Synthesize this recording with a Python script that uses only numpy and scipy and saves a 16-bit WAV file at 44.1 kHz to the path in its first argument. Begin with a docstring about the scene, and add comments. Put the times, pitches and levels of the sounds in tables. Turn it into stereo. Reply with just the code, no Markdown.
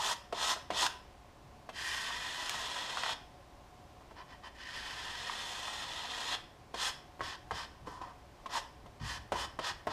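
"""Quick scraping strokes sweep over vinyl: a plastic squeegee on a workbench in a small workshop.
Stick-slip friction excites bench, sheet and blade, brightly in the sweeps and duller in two slow pushes.
The blade taps down, snags on the sheet's edges and judders; the bench thumps when leaned on.
The blade's sounds reverberate in the room, over a faint hum of ventilation, all at one microphone."""
import sys
import numpy as np
from scipy import signal
from scipy.fft import rfft, irfft, next_fast_len
from scipy.io import wavfile

SR = 44100
rng = np.random.default_rng(int(sys.argv[2]) if len(sys.argv) > 2 else 0)


def dump_mix(stems):
    """Bounce the given channels to the path in sys.argv[1] as a 16-bit WAV at rate SR."""
    frames = np.atleast_2d(stems).T  # one column per channel
    limited = np.clip(frames, -1, 1)  # hard clip at full scale
    pcm = np.round(limited * 32767).astype(np.int16)
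    wavfile.write(sys.argv[1], SR, pcm)


N = 437472


def sweeps():
    """Stick-slip friction in fast strokes: dense slips make a bright scrape."""
    # (start [s], speeding up [s], slowing [s], scrape level [dB], drumming [dB re scrape],
    #  hiss [dB re scrape], position [0 far, 1 near])
    quick_strokes = [ (-0.07, 0.19, 0.017, -35, -2.5, -5, 0.91), (.345, .16, 0.038, -33.5, -4, -6, 1),
                     (.724, 0.11, 0.039, -32, -4.5, -6.5, 1), (6.742, 0.11, 0.053, -35.5, -7.5, -7.5, 0.73),
                     (7.21, 0.035, 0.11, -43, -5, -13.5, 0.21), (7.515, 0.06, 0.076, -43, -2.5, -13, .2),
                     (7.855, .025, .11, -57.5, 10, -7.5, 0.089), (8.0, 0.021, 0.1, -61, 13, -12, 0.058),
                     (8.495, 0.068, .037, -40, 1, -7.5, 0.49), (9.0, 0.11, 0.07, -42, -4, -10.5, 0.037),
                     (9.322, 0.089, 0.044, -40, -0.5, -9, 0.22),
                     (9.608, 0.069, 0.038, -37, -3, -11.5, 0.42), (9.88, .08, .03, -41.5, 5, -13, 0.28)]
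    # friction spectrum: (frequency [Hz], level [dB])
    spectrum = [(60, -36), (200, -16.5), (400, -7.5), (650, -6), (1000, 2.5), (1500, -3.5), (2200, -3.5),
                (3500, 0), (5000, -2.5), (7500, -11.5), (10000, -18.5), (12500, -24), (13800, -34),
                (15500, -35)]
    gains = strokes(quick_strokes)
    return sliding(gains, lambda: slips(per_s=9000, spread=0.73, smooth=0.76), spectrum, chatter_db=1.1)


def rubs():
    """Stick-slip friction in slow pushes and light wipes: sparser slips, a duller scrape."""
    # light rubs at the far end: columns as for quick_strokes in sweeps()
    wipes = [ (4.155, 0.038, 0.031, -52.5, 2.5, -26, 0), (4.265, 0.053, 0.044, -56.5, -1, -18, .05),
             (4.425, 0.037, 0.025, -50.5, 2.5, -17, 0.11)]
    # friction spectrum: (frequency [Hz], level [dB])
    spectrum = [(60, -46), (200, -9.5), (450, -5.5), (700, -3), (1000, 3), (1500, -6.5), (2200, -5),
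                (3300, -5), (5000, -8), (7500, -13.5), (10000, -19.5), (12500, -26), (13800, -34),
                (15500, -36)]
    gains = pushes() + strokes(wipes)
    return sliding(gains, lambda: slips(per_s=4500, spread=0.63, smooth=0.97), spectrum, chatter_db=1.15)


def strokes(rows):
    """Friction noise grows with sliding speed: hiss follows the hand most, drumming least."""
    start_db, end_db = -15.5, -6  # scrape re full speed
    drum_slope, hiss_slope = 0.68, 1.37  # dB per dB of scrape
    gains = np.zeros((2, 3, N))
    for start, swell, ease, db, drum_db, hiss_db, near in rows:
        end = start + swell + ease
        span = around(start, end)
        t = span / SR
        speed_db = start_db * np.clip((start + swell - t) / swell, 0, 1) ** 2
        speed_db += end_db * np.clip((t - start - swell) / ease, 0, 1) ** 2
        bands_db = [speed_db, drum_db + drum_slope * speed_db, hiss_db + hiss_slope * speed_db]
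        gains[..., span] += blade_gains(t, start, end, db + np.array(bands_db), near)
    return gains


def pushes():
    """Coupling depends on position: the bench drums more as a push travels from far end to near."""
    # one curve a push: (time [s], scrape level [dB], relative treble level [dB])
    curves = [
        [(1.73, -60, -12), (1.76, -44, -14), (1.85, -38.5, -9.5), (1.96, -38.5, -9.5), (2.124, -42, -11.5),
         (2.558, -40.5, -8.5), (2.922, -42.5, -11.5), (3.106, -37.5, -11), (3.135, -40.5, -14)],
        [(4.55, -63, -9), (4.604, -48.5, -19), (4.77, -44, -13.5), (5.272, -43.5, -12), (5.276, -41.5, -12.5),
         (5.508, -43.5, -7.5), (6.074, -43.5, -12), (6.27, -40, -8.5), (6.352, -35.5, -13)],
    ]
    crossing_s, hiss_trim_db = 0.96, -1.5
    far_drum_db, near_drum_db = -10, -4.5  # re scrape
    gains = np.zeros((2, 3, N))
    for curve in curves:
        times, scrape_db, treble_db = np.transpose(curve)
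        span = around(times[0], times[-1])
        t = span / SR
        near = np.clip((t - times[0]) / crossing_s, 0, 1)
        db = np.interp(t, times, scrape_db)
        drum_db = db + far_drum_db + (near_drum_db - far_drum_db) * near
        hiss_db = db + hiss_trim_db + np.interp(t, times, treble_db)
        gains[..., span] += blade_gains(t, times[0], times[-1], [db, drum_db, hiss_db], near)
    return gains


def blade_gains(t, start, end, bands_db, near):
    """During contact, the power of scrape, drumming and hiss divides between the bench's two ends."""
    bite_s, lift_s = 0.0024, 0.0051  # time constants
    contact = np.exp(-np.maximum(start - t, 0) / bite_s - np.maximum(t - end, 0) / lift_s)
    near = np.clip(near + np.zeros_like(t), 0, 1)
    return np.sqrt([1 - near, near])[:, None] * contact * amp(bands_db)


def slips(per_s, spread, smooth):
    """Shot noise: tiny stick-slip releases of uneven size, on top of smooth sliding noise."""
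    sizes = np.minimum(np.exp(spread * rng.standard_normal(N)), 3)
    releases = (rng.random(N) < per_s / SR) * rng.choice([-1, 1], N) * sizes
    return unit(unit(releases) + smooth * rng.standard_normal(N))


def sliding(gains, excite, spectrum, chatter_db):
    """Modal response: the chattering blade drives different resonances at each end of the bench."""
    # resonances of bench, sheet and blade: (frequency [Hz], width [Hz], lift [dB])
    far_modes = [(1014, 280, 9.5), (1354, 56, 10.5), (1393, 90, -12), (1535, 65, 10.5), (1840, 330, 14.5),
                 (2240, 320, -5), (2460, 100, 5), (3070, 130, 9), (3450, 120, 2), (3760, 220, -6.5),
                 (4860, 150, 5), (5330, 190, 5)]
    near_modes = [(422, 280, -1), (689, 210, 5.5), (964, 180, 5), (1283, 82, 5.5), (1610, 200, 5),
                  (1895, 215, 9.5), (2260, 270, -7), (2500, 320, 4), (3164, 490, 5), (3527, 430, 7),
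                  (4173, 155, 7), (5230, 380, 5), (6770, 880, 4.5), (8100, 190, 7)]
    chatter = amp(chatter_db * wobble(110))
    far = friction(gains[0], excite(), spectrum, far_modes, chatter)
    near = friction(gains[1], excite(), spectrum, near_modes, chatter)
    return far + near


def friction(gains, excitation, spectrum, modes, chatter):
    """Forced vibration: slips ring the bench (low), blade and sheet (middle), and hiss at the contact."""
    size = next_fast_len(N + 8192, real=True)
    hz = np.fft.rfftfreq(size, 1 / SR)
    vibration = rfft(excitation, size) * amp(along(spectrum, hz) + lifts(modes, hz))
    low, body = below(hz, 1305), below(hz, 5390)
    bands = (body - low, low, 1 - body)
    scrape, drum, hiss = (unit(irfft(vibration * band, size)[:N] * chatter) for band in bands)
    return gains[0] * scrape + gains[1] * drum + gains[2] * hiss


def taps():
    """Impact excitation: the springy blade lands on the padded bench, and a quieter ring follows a few
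    milliseconds later."""
    # (time [s], level [dB], relative thud level [dB], relative crack level [dB])
    landings = [(.325, -27.5, 1, -0.5), (.563, -31.5, -6, -19), (.703, -22, -3, -3),
                (1.69, -32.5, -9, -1.5), (4.008, -46, -5, -12), (4.11, -40.5, -8, -9),
                (6.742, -28.5, -2, -0.5), (7.194, -37, -3, -5), (7.207, -22.5, -10, -10),
                (7.509, -19, -9, -10), (7.872, -36, 3, -5), (8.015, -36.5, -4, -3), (8.459, -36, -2, 1.5),
                (8.86, -41.5, 0, -4), (9.32, -19.5, -2, -5.5), (9.337, -27.5, -3.5, -6),
                (9.589, -26, -0.5, -1), (9.87, -21.5, -4, -8.5)]
    # impact spectra: (frequency [Hz], level [dB])
    crack_spectrum = [(300, -12), (1500, 5), (3200, 5), (6000, -5.5), (9000, -12), (15000, -31)]
    thud_spectrum = [(60, -17), (240, -2.5), (380, 5.0), (480, 1), (700, 2), (1400, -53)]
    out, t = np.zeros(N), np.arange(SR // 8) / SR
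    for start, db, thud_db, crack_db in landings:
        thud = amp(thud_db - 7.5) * burst(t, thud_spectrum, t60=0.086)
        crack = amp(crack_db - 6.0) * burst(t, crack_spectrum, t60=0.054)
        crack *= 1 - np.exp(-t / 0.0029)  # the edge settles flat
        later_ring = bench_ring(t, damping=1.2)
        delay = round(rng.uniform(0.0043, 0.0089) * SR)
        later_ring = np.pad(later_ring, (delay, 0))[:len(t)]
        add(out, start, amp(db - 0.5) * (bench_ring(t, damping=1.7) + 0.45 * later_ring + thud + crack))
    return out


def snags():
    """Transient excitation: the blade catches an edge, and the sharper the edge the brighter the snap."""
    # (time [s], level [dB], sharpness [dB])
    catches = [(.865, -21, 5.5), (1.984, -40, -10), (2.105, -26.5, -14), (2.495, -33, 14),
               (2.545, -27, -12), (2.972, -20.5, -2), (3.035, -21.5, 0), (3.062, -20.5, -15),
               (3.081, -37, 0), (3.093, -25.5, 0), (5.297, -23.5, -10), (5.68, -28, -9), (5.82, -36, -8),
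               (6.346, -35, -5)]
    out, t = np.zeros(N), np.arange(SR // 8) / SR
    for start, db, sharp_db in catches:
        spectrum = [(500, -12), (1700, 17), (3300, 6), (8000, sharp_db - 8), (15000, sharp_db - 24)]
        snap = amp(sharp_db) * burst(t, spectrum, t60=0.016)
        add(out, start, amp(db) * (bench_ring(t, damping=2.2) + snap / 2))
    return filtered(out, lambda hz: 1 - below(hz, 610, order=4))


def bench_ring(t, damping):
    """Free vibration: the struck bench's modes decay from random strengths and phases; peak 1."""
    # (frequency [Hz], level [dB], t60 at damping 1 [s])
    modes = [(644, -4, 0.055), (735, -3, 0.053), (925, -4, 0.049), (1056, 0.5, 0.039), (1295, -10, 0.065),
             (1562, -2.5, 0.018), (1940, -7, 0.024)]
    wave = np.zeros(len(t))
    for hz, db, t60 in modes:
        decay = amp(db + rng.normal(0, 0.62) - 60 * damping * t / t60)
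        wave += decay * np.sin(2 * np.pi * (hz * t + rng.random()))
    wave *= 1 - np.exp(-t / 0.00044)
    return wave / np.abs(wave).max()


def judders():
    """Self-excited oscillation: stick and slip lock briefly onto one resonance in a rough grunt."""
    # (time [s], level [dB], duration [s], frequency [Hz])
    grunts = [(0, -27.5, 0.009, 937), (0.109, -31, 0.015, 966), (0.504, -32.5, 0.016, 1007),
              (0.826, -25, 0.025, 990), (0.852, -26.5, 0.013, 994), (6.33, -38.5, 0.024, 3370),
              (8.013, -38.5, 0.01, 1040), (8.458, -34.5, 0.01, 1050), (8.531, -36, 0.02, 1028),
              (8.553, -24, 0.009, 992), (8.57, -27, 0.0084, 942), (9.354, -28.5, 0.012, 996)]
    out = np.zeros(N)
    for start, db, length, hz in grunts:
        t = np.arange(round(length * SR)) / SR
        phase = 2 * np.pi * hz * t + np.cumsum(rng.normal(0, 0.033, len(t)))
        swell = np.sqrt(np.abs(np.sin(np.pi * t / length)))
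        tone = np.sin(phase) + 0.056 * np.sin(2 * phase) + 0.062 * np.sin(3 * phase)
        add(out, start, amp(db) * swell * tone)
    return out


def bench_thumps():
    """Damped low modes: shifting weight thumps the bench and briefly raises its faint rumble."""
    # (time [s], level [dB], frequency [Hz])
    weight_shifts = [(0.703, -50.5, 191), (1.438, -52, 134), (7.213, -45, 93.5), (7.52, -44, 109.5),
                     (7.82, -47, 121), (8.839, -50.5, 131), (9.011, -36.5, 139.6), (9.049, -46, 102),
                     (9.324, -46, 88), (9.596, -50, 95), (9.873, -46, 89.5)]
    # (frequency [Hz], level [dB])
    rumble_spectrum = [(15, -39), (55, 3.5), (120, -8.5), (250, -20.5), (600, -33), (2000, -100)]
    modes = [(1, 1), (1.585, 0.5), (0.75, 0.74)]  # (frequency ratio, gain)
    thump_t60_s, rumble_t60_s = 0.24, 1.4
    rumble_re_thump_db, rest_db = -15.5, -64.5
    thumps, shaking, t = np.zeros(N), np.zeros(N), np.arange(SR) / SR
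    for start, db, hz in weight_shifts:
        swing = sum(gain * np.sin(2 * np.pi * ratio * hz * t) for ratio, gain in modes)
        onset = 1 - np.exp(-t / 0.0035)
        add(thumps, start, amp(db - 60 * t / thump_t60_s) * onset * swing)
        add(shaking, start, amp(db + rumble_re_thump_db - 60 * t / rumble_t60_s) * onset)
    return thumps + (amp(rest_db) + shaking) * noise(N, rumble_spectrum)


def workshop(x, wet_db, size=16384):
    """Time-varying convolution: each overlapping stretch of the moving source has its own echo paths."""
    out, padded = np.zeros(N + size), np.pad(x, size)
    window = np.sin(np.pi * np.arange(size) / size) ** 2
    for start in range(size // 2, N + size, size // 2):
        add(out, start / SR, signal.fftconvolve(padded[start:start + size] * window, echo(wet_db)))
    return out[size:]


def echo(wet_db):
    """Room impulse response: direct sound, early reflections and a diffuse tail, at unit energy."""
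    # near surfaces: (delay [s], gain [re direct sound])
    reflections = [(.0042, 0.22), (.0071, 0.053), (0.0099, 0.21), (0.017, 0.099)]
    # (frequency [Hz], t60 [s])
    reverb_times = [(100, 0.82), (700, 0.37), (1000, 0.41), (1500, 0.46), (3100, 0.44), (4200, 0.32),
                    (5300, 0.46), (6500, 0.29), (14000, 0.38)]
    hz, t, spectra = signal.stft(rng.standard_normal(SR // 2), SR, nperseg=256)
    decay = amp(-60 * t / along(reverb_times, hz)[:, None])
    onset = 1 - np.exp(-t / 0.0017)
    _, tail = signal.istft(spectra * decay * onset, SR, nperseg=256)
    response = amp(wet_db) * tail / np.linalg.norm(tail)
    response[0] += 1
    for delay, gain in reflections:
        response[round(delay * rng.uniform(0.85, 1.15) * SR)] += gain
    return response / np.linalg.norm(response)


def room_tone():
    """Broadband air noise, wavering slightly, with spectral peaks that make a faint drone."""
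    # (frequency [Hz], level [dB])
    air_spectrum = [(12, -41), (20, 1.5), (54, -3.5), (126, -3.5), (161, -8.5), (191, -8.5), (306, -8.5),
                    (427, -10), (519, -17), (725, -10), (881, -12), (958, -18), (1500, -18.5), (5230, -27),
                    (15500, -42.5)]
    # ventilation: (frequency [Hz], width [Hz], lift [dB])
    drone = [(62.5, 5.6, 6), (115, 17, -1), (563, 62, 10), (726, 16, 11.5), (1047, 180, 10)]
    air = noise(N, air_spectrum, drone)
    return amp(-56.5 + 0.46 * wobble(4.6)) * air


def noise(length, spectrum, modes=()):
    """White noise shaped by a spectrum and any resonances, at rms 1."""
    white = rng.standard_normal(length)
    return unit(filtered(white, lambda hz: amp(along(spectrum, hz) + lifts(modes, hz))))


def burst(t, spectrum, t60):
    """Coloured noise in exponential decay."""
    return noise(len(t), spectrum) * amp(-60 * t / t60)


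def amp(db):
    """Decibels to amplitude gain."""
    return 10 ** (np.asarray(db) / 20)


def unit(x):
    """Normalise to rms 1."""
    return x / np.sqrt(np.mean(x ** 2) + 1e-20)


def along(points, hz):
    """Interpolate (frequency [Hz], value) points on a log axis."""
    frequencies, values = np.transpose(points)
    return np.interp(np.log(hz + 1), np.log(frequencies + 1), values)


def lifts(modes, hz):
    """The dB that bell-shaped resonance curves add at each frequency."""
    return sum(db / (1 + (2 * (hz - centre) / width) ** 2) for centre, width, db in modes)


def below(hz, edge_hz, order=8):
    """Magnitude response of a low-pass."""
    return 1 / np.sqrt(1 + (hz / edge_hz) ** (2 * order))


def wobble(rate):
    """Random modulation, rate knots a second."""
    knots = rng.standard_normal(int(N * rate / SR) + 2)
    return np.interp(np.arange(N) * rate / SR, np.arange(len(knots)), knots)


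def filtered(x, response):
    """Linear filtering: multiply the spectrum of x by a frequency response."""
    size = next_fast_len(x.shape[-1] + 8192, real=True)
    return irfft(rfft(x, size) * response(np.fft.rfftfreq(size, 1 / SR)), size)[..., :x.shape[-1]]


def add(track, start_s, sound):
    """Superpose a sound on the track."""
    part = track[round(start_s * SR):][:len(sound)]
    part += sound[:len(part)]


def around(start, end):
    """The sample indices of a stroke, with a 0.1 s margin."""
    return np.arange(max(round(start * SR) - SR // 10, 0), min(round(end * SR) + SR // 10, N))


def scene():
    """Superposition of blade, bench and air at one microphone, which feeds both channels."""
    blade = sweeps() + rubs() + taps() + snags() + judders()
    mono = amp(-0.66) * workshop(blade, wet_db=-7.5) + bench_thumps() + room_tone()
    return np.array([mono, mono])


def record(dry):
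    """Band limiting: an ideal low-pass removes the highest treble."""
    return filtered(dry, lambda hz: hz < 15400)


dry = scene()
out = record(dry)
dump_mix(out)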